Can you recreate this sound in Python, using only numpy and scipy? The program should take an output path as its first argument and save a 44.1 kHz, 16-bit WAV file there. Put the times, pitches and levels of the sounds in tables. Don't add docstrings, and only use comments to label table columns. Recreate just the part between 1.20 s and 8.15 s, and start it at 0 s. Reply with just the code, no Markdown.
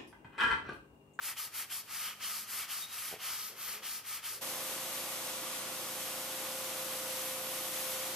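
import sys
import numpy as np
from scipy import signal
from scipy.fft import rfft, irfft, next_fast_len
from scipy.io import wavfile
from scipy.ndimage import uniform_filter1d, map_coordinates

SR = 44100
rng = np.random.default_rng(int(sys.argv[2]) if len(sys.argv) > 2 else 0)


def digitize_waveform(pressure):
    field = np.atleast_2d(pressure).T
    bounded = np.clip(field, -1, 1)
    quanta = np.round(bounded * 32767).astype(np.int16)
    wavfile.write(sys.argv[1], SR, quanta)


N = 306495
TIME = np.arange(N) / SR
FREQS = np.maximum(np.fft.rfftfreq(2 * next_fast_len(N // 2 + 1), 1 / SR), 1)


def from_db(db):
    return np.exp(np.asarray(db) * (np.log(10) / 20))


def rms_one(x):
    return x / np.sqrt(np.mean(x ** 2) + 1e-20)


def in_time(rows):
    seconds, *columns = np.transpose(rows)
    return [np.interp(TIME, seconds, column) for column in columns]


def in_pitch(rows):
    hz, *columns = np.transpose(rows)
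    return [np.interp(np.log(FREQS), np.log(hz), column) for column in columns]


def drift(rate_hz):
    step = 40
    pole = np.exp(-2 * np.pi * rate_hz * step / SR)
    noise = rng.standard_normal(N // step + 2002)
    slow = signal.lfilter([1], [1, -2 * pole, pole * pole], noise)[2000:]
    return np.interp(np.arange(N) / step, np.arange(len(slow)), rms_one(slow))


def swell(s, length):
    return np.exp(-2 * np.minimum(((TIME - s) / length) ** 2, 20))


def swells(rows):
    return sum(from_db(db) * swell(s, length) for s, length, db in rows)


def bell(hz, width_hz):
    return 1 / (1 + (2 * (FREQS - hz) / width_hz) ** 2)


def grains(per_s, spread_db):
    born = rng.random((2, N)) < per_s / SR
    chance = rng.laplace(size=(2, N))
    size = from_db(spread_db * np.minimum(np.abs(chance), 4))
    return rms_one(born * np.sign(chance) * size)


# frequency in Hz,
# left-right likeness (0 to 1), left over right in dB, phase by which left leads in radians.
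BRUSH_IMAGE = [(100, .96, -.9, -.05), (1300, .96, -.9, -.05), (2600, .98, 0, -.03), (4500, .86, .3, -.2),
               (5500, .56, 3.7, -.7), (7700, .57, 2.2, -1.5), (11000, .7, 2.7, -2.3), (14000, .7, 0, -3.05)]
WIDE_IMAGE = [(60, .99, -.1, 0), (170, .965, -1.2, 0), (550, .92, -1.4, .05), (1150, .82, -.8, .1),
              (1700, .53, -.8, .1), (3600, .32, -.4, .6), (4600, .27, 2.5, .8), (7500, .38, 2, 0),
              (10000, .47, -.7, 0), (14000, .52, -.2, 0)]


def radiate(showers, colour_db, image):
    alike, balance_db, lead = in_pitch(image)
    alike = np.clip(alike, 0, 1)
    mid, side = rfft(showers, 2 * (len(FREQS) - 1)) * from_db(colour_db)
    mid, side = mid * np.sqrt(1 + alike), side * np.sqrt(1 - alike)
    leftward = from_db(balance_db / 2) * np.exp(.5j * lead)
    left, right = (mid + side) * leftward, (mid - side) / leftward
    return rms_one(irfft(np.array([left, right]))[:, :N])


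def placed(x, left_lead_us):
    shift = left_lead_us * 1e-6 * SR / 2
    left = map_coordinates(x[0], [np.arange(N) + shift], order=3, mode="nearest")
    right = map_coordinates(x[1], [np.arange(N) - shift], order=3, mode="nearest")
    return np.array([left, right])


# frequency in Hz, typical level in dB rms.
HUM_LINES = [(104.4, -75), (157.5, -80.5), (419.3, -80)]
# middle in seconds, length in seconds,
# typical level on top in dB rms.
HUM_OCTAVE = [(1.1, 0.43, -71), (2.56, 0.44, -73)]
# frequency in Hz, relative level in dB per Hz.
AIR_COLOUR = [(20, -22), (48, -16), (85, 1.5), (200, 2.5), (450, 0), (1200, 1.5), (4000, -6.5),
              (14000, -12)]


def background(air_db, waver, swell_db):
    lines = [(hz, from_db(db)) for hz, db in HUM_LINES]
    lines.append((2 * HUM_LINES[0][0], swells(HUM_OCTAVE)))
    hum = 0
    for hz, gain in lines:
        level = gain * from_db(swell_db * drift(1.9)) * np.sqrt(2)
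        hum = hum + level * np.sin(2 * np.pi * hz * TIME + waver * drift(3.3))
    air = radiate(rng.standard_normal((2, N)), in_pitch(AIR_COLOUR)[0], WIDE_IMAGE)
    return hum + from_db(air_db) * air


USUAL_STROKE_S, HURRY_DB_PER_OCTAVE = 0.25, 1.5
FLIP_S, RAMP_SHRINKS = .006, .15


def stroke_motion(strokes, habit):
    rise, fall, block_swell_db, bristle_swell_db, rasp_db, scratch_db, tip_db = habit
    speed, gains = np.zeros(N), np.zeros((3, N))
    for start, end, pressure_db in strokes:
        on = (TIME > start + FLIP_S) & (TIME < end - FLIP_S)
        along = (TIME[on] - start - FLIP_S) / (end - start - 2 * FLIP_S)
        hurry = USUAL_STROKE_S / (end - start)
        stretch = hurry ** RAMP_SHRINKS
        going = np.sin(np.pi / 2 * np.clip(along / (rise * stretch), 0, 1))
        stopping = np.sin(np.pi / 2 * np.clip((1 - along) / (fall * stretch), 0, 1))
        speed[on] = going * stopping
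        block_db = pressure_db + block_swell_db * (along - .5)
        bristle_db = pressure_db + bristle_swell_db * (along - .5)
        hurry_db = HURRY_DB_PER_OCTAVE * np.log2(hurry)
        gains[:, on] = from_db([rasp_db + block_db, scratch_db + bristle_db,
                                tip_db + bristle_db + hurry_db])
    return speed, gains


# start in seconds, end in seconds, pressure in dB.
STROKES = [(-0.008, 0.155, 0.5), (0.152, 0.307, -1), (0.308, 0.471, -0.5), (0.485, 0.644, -0.4),
           (0.652, 0.96, 0.5), (0.983, 1.291, 0.5), (1.245, 1.488, 1.1), (1.462, 1.7, -0.5),
           (1.651, 1.99, -0.7), (1.975, 2.371, 0.5), (2.336, 2.62, -0.8), (2.61, 2.841, -0.8),
           (2.823, 3.023, -1), (3.011, 3.218, -1.2)]
# share of the stroke spent speeding up,
# share spent slowing down, swell of the block in dB, swell of the bristles in dB,
# then the base levels of rasp, scratch and tip hiss in dB.
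PUSH = (0.35, 0.4058, 5.5, 4, -49, -50, -38)
PULL = (0.27, 0.35, -11, -6, -51, -49.5, -38.5)
# frequency in Hz, relative level in dB per Hz.
RASP_COLOUR = [(45, -45), (150, -21), (400, -15), (620, -10), (900, -3), (1600, 0), (2600, 1), (3250, 1),
               (3650, -4.5), (4400, -11.5)]
SCRATCH_COLOUR = [(2500, -26.5), (3600, -3.5), (4050, -3), (4400, 1.5), (4750, 1), (5050, 1), (6200, -.5),
                  (7000, -3.5), (8500, -17), (12000, -30)]
TIP_COLOUR = [(4500, -39), (6500, -17), (7500, -9), (10000, -5), (12000, -2), (13700, -0.5)]
# frequency in Hz, width in Hz,
# boost on the push in dB, boost on the pull in dB.
BRUSH_BODY = [(1250, 180, 7.5, 7), (2150, 910, 3.5, 1.4), (3120, 230, 2.5, 1.5)]
# time in seconds,
# microseconds by which its sound reaches the left microphone first.
BRUSH_PLACE = [(0, 6), (.6, 6), (.95, -13), (1.28, 16), (1.6, -4), (1.95, 19), (2.3, -28), (2.75, -3),
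               (3.2, 2)]


def brush(flicks_per_s, spread_db, judder_db, rasp_power, scratch_power, tip_power):
    out = 0
    for way, habit in enumerate((PUSH, PULL)):
        speed, (rasp_gain, scratch_gain, tip_gain) = stroke_motion(STROKES[way::2], habit)
        flicks_now = flicks_per_s * (1 + speed) / 2
        body_db = sum(boosts[way] * bell(hz, width) for hz, width, *boosts in BRUSH_BODY)
        rasp_db = in_pitch(RASP_COLOUR)[0] + body_db
        rasp = radiate(grains(flicks_now, spread_db), rasp_db, BRUSH_IMAGE)
        scratch = radiate(grains(flicks_now, spread_db), in_pitch(SCRATCH_COLOUR)[0], BRUSH_IMAGE)
        tips = radiate(grains(2 * flicks_now, spread_db), in_pitch(TIP_COLOUR)[0], BRUSH_IMAGE)
        sound = rasp * rasp_gain * speed ** rasp_power
        sound += scratch * scratch_gain * speed ** scratch_power
        sound += tips * tip_gain * speed ** tip_power
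        out = out + sound * from_db(judder_db * drift(37))
    return placed(out, in_time(BRUSH_PLACE)[0])


def garage(x, wall_cut_hz, t60_s):
    t = TIME[:SR // 2]
    colour_db = -10 * np.log10(1 + (FREQS / wall_cut_hz) ** 2)
    tail = radiate(rng.standard_normal((2, N)), colour_db, WIDE_IMAGE)[:, :len(t)]
    tail = tail * from_db(-60 * t / t60_s) * (t > .005)
    return signal.fftconvolve(x, tail / np.sqrt(np.sum(tail ** 2) / 2), axes=1)[:, :N]


BITE_AT, BITE_LENGTH, BITE_HZ, BITE_SPREAD_HZ, BITE_DB = .23, .2, 3040, 750, -49.5
# middle in seconds, length in seconds,
# frequency in Hz, spread of the line in Hz, level on top in dB rms.
SQUEAKS = [(.88, .07, 3030, 750, -49.5), (1.135, 0.032, 1230, 120, -51.5), (1.637, 0.032, 3750, 70, -47),
           (1.71, 0.1, 3820, 80, -58), (2.11, .09, 1280, 350, -52.5)]


def squeaks():
    out = np.zeros(N)
    bites = []
    for start, end, pressure_db in STROKES[1::2]:
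        stroke_s = end - start
        bites.append((start + BITE_AT * stroke_s, BITE_LENGTH * stroke_s,
                      BITE_HZ, BITE_SPREAD_HZ, BITE_DB + pressure_db))
    for s, length, hz, spread_hz, db in bites + list(SQUEAKS):
        on = np.abs(TIME - s) < 2 * length
        t = TIME[on] - s
        wander = np.cumsum(rng.standard_normal(len(t))) * np.sqrt(np.pi * spread_hz / SR)
        wander = uniform_filter1d(wander, size=24)
        envelope = np.sqrt(2) * from_db(db) * np.exp(-2 * (t / length) ** 2)
        out[on] += envelope * np.sin(2 * np.pi * hz * t + wander)
    return out


def ring(clicks, hz, t60):
    r, w = from_db(-60 / (t60 * SR)), 2 * np.pi * hz / SR
    return signal.lfilter([0, np.sin(w)], [1, -2 * r * np.cos(w), r * r], clicks + 1e-18)


# time in seconds, strength of the blow in dB.
KNOCKS = [(1.9144, -51), (1.9273, -41.5), (1.9392, -40.5), (1.962, -50)]
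# frequency in Hz, relative level in dB, time to fall by 60 dB in seconds.
KNOCK_MODES = [(135, -20, 0.07), (215, -11, 0.059), (439, -8.5, 0.084), (495, -2.5, 0.037),
               (644, -2.5, 0.043), (743, -6, 0.055)]


def knocks():
    clicks = np.zeros(N)
    for s, blow_db in KNOCKS:
        clicks[round(s * SR)] = from_db(blow_db)
    rings = sum(from_db(db) * ring(clicks, hz, t60) for hz, db, t60 in KNOCK_MODES)
    return signal.sosfilt(signal.butter(2, 110, "high", fs=SR, output="sos"), rings)


# middle in seconds, length in seconds,
# level on top in dB rms.
RUBS = [(2.33, 0.072, -60.5), (2.57, 0.15, -62), (3.18, 0.13, -62)]


def rubs(hz, width_hz):
    colour_db = 40 * np.log10(bell(hz, width_hz))
    return swells(RUBS) * radiate(rng.standard_normal((2, N)), colour_db, BRUSH_IMAGE)


TONE_ORDER = 18
# time in seconds, pitch of its main tone in Hz.
PUMP_PITCH = [(3.25, 522.3), (3.8, 528), (4.05, 522), (4.35, 520.3), (5.0, 521.8), (5.25, 523.6),
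              (5.5, 523.3), (5.9, 521.6), (6.75, 522.4), (6.93, 525)]


def shaft_angle():
    return 2 * np.pi * np.cumsum(in_time(PUMP_PITCH)[0] / TONE_ORDER) / SR


# time in seconds, level in dB rms before flutter and panning.
PUMP_TONE = [(3.25, -53.5), (4.35, -54.5), (5.0, -53.8), (5.25, -51), (6.15, -48), (6.43, -51.5),
             (6.76, -47.5), (6.93, -51)]
# multiple of the shaft rate, level in dB rms.
PUMP_ORDERS = [(2, -75.5), (4, -69), (5, -69.5), (6, -75.5), (7, -66.5), (8, -65), (9, -71.5), (11, -74),
               (12, -65.5), (15, -73.5), (17, -65), (19, -71), (20, -66), (21, -69), (22, -70), (23, -69.5),
               (24, -77), (25, -64.5), (28, -67), (29, -70.5), (35, -66), (39, -69), (41, -73), (45, -76),
               (50, -63.5)]


def pump(shaft, flutter_db, waver, pan_db):
    tone_db = in_time(PUMP_TONE)[0] + flutter_db * drift(10)
    tone = from_db(tone_db) * np.sin(TONE_ORDER * shaft)
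    comb = 0
    for order, db in PUMP_ORDERS:
        apart = min(.022 * order, .45) * rng.standard_normal((2, 1))
        phase = 2 * np.pi * rng.random() + apart + waver * drift(2.8)
        comb = comb + from_db(db) * np.sin(round(order) * shaft + phase)
    return np.sqrt(2) * (comb + tone * from_db([[pan_db / 2], [-pan_db / 2]]))


# time in seconds, microseconds by which the spray
# reaches the left microphone first, force of the jet in dB.
JET_SWEEP = [(3.25, 16, 1.2), (3.45, 9, 0.5), (3.85, 10, -0.1), (4.15, 21, 0), (4.45, 23, -1),
             (4.72, 7, -.5), (5.55, -10, -0.5), (6.05, -10, 1.5), (6.25, 5, 1), (6.45, -9, 1.7),
             (6.7, -8, 3), (6.93, -26, 1.5)]
# frequency in Hz, relative level in dB per Hz.
ROAR_COLOUR = [(20, -36), (85, -29), (130, -12), (220, -11.5), (300, 0), (430, -4.5), (620, 0.5),
               (900, -0.5), (1150, 2), (1450, -2.5), (1750, -8), (3000, -23)]
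HISS_COLOUR = [(900, -27), (1500, -6.5), (1900, 0), (2600, 0.5), (3400, 1.5), (4100, -0.5), (5200, -1),
               (6400, 0.1), (7200, -2), (8100, 0), (10000, -4), (14000, -14)]
MIST_COLOUR = [(6000, -30), (8300, -13), (9700, -3), (11500, 0.5), (13000, 0.2)]
ROAR_DB, HISS_DB, MIST_DB, HISS_FOLLOWS = -48, -42, -40, 0.42


def jet(shaft, drops_per_s, spread_db, throb, flicker_db):
    left_lead_us, force_db = in_time(JET_SWEEP)
    roar = radiate(rng.standard_normal((2, N)), in_pitch(ROAR_COLOUR)[0], WIDE_IMAGE)
    roar = roar * (1 + throb * np.cos(shaft))
    hiss = radiate(grains(drops_per_s, spread_db), in_pitch(HISS_COLOUR)[0], WIDE_IMAGE)
    mist = radiate(grains(drops_per_s, spread_db), in_pitch(MIST_COLOUR)[0], WIDE_IMAGE)
    spray = hiss * from_db(HISS_DB + HISS_FOLLOWS * force_db) + mist * from_db(MIST_DB + force_db)
    flicker = from_db(flicker_db * drift(6.7))
    return roar * from_db(ROAR_DB) + placed(spray, left_lead_us) * flicker


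WASHER_ON_S, FADE_S = 3.2135, 0.014


def scene():
    bristles = brush(flicks_per_s=15000, spread_db=3.0, judder_db=0.51,
                     rasp_power=0.52, scratch_power=1.13, tip_power=1.45)
    close = bristles + squeaks() + knocks() + rubs(hz=486, width_hz=410)
    echoes = from_db(-13.0) * garage(close, wall_cut_hz=9700, t60_s=1)
    scrubbing = close + echoes + background(air_db=-61.0, waver=0.41, swell_db=1.2)
    shaft = shaft_angle()
    washing = pump(shaft, flutter_db=0.5, waver=0.21, pan_db=-3.0)
    washing = washing + jet(shaft, drops_per_s=25000, spread_db=3.0, throb=0.096, flicker_db=0.52)
    switched = np.clip((TIME - WASHER_ON_S) / FADE_S + .5, 0, 1)
    return scrubbing * (1 - switched) + washing * switched


CUTOFF_HZ = 14220


def record(dry):
    return signal.sosfilt(signal.ellip(18, .1, 85, CUTOFF_HZ, fs=SR, output="sos"), dry)


dry = scene()
out = record(dry)
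digitize_waveform(out)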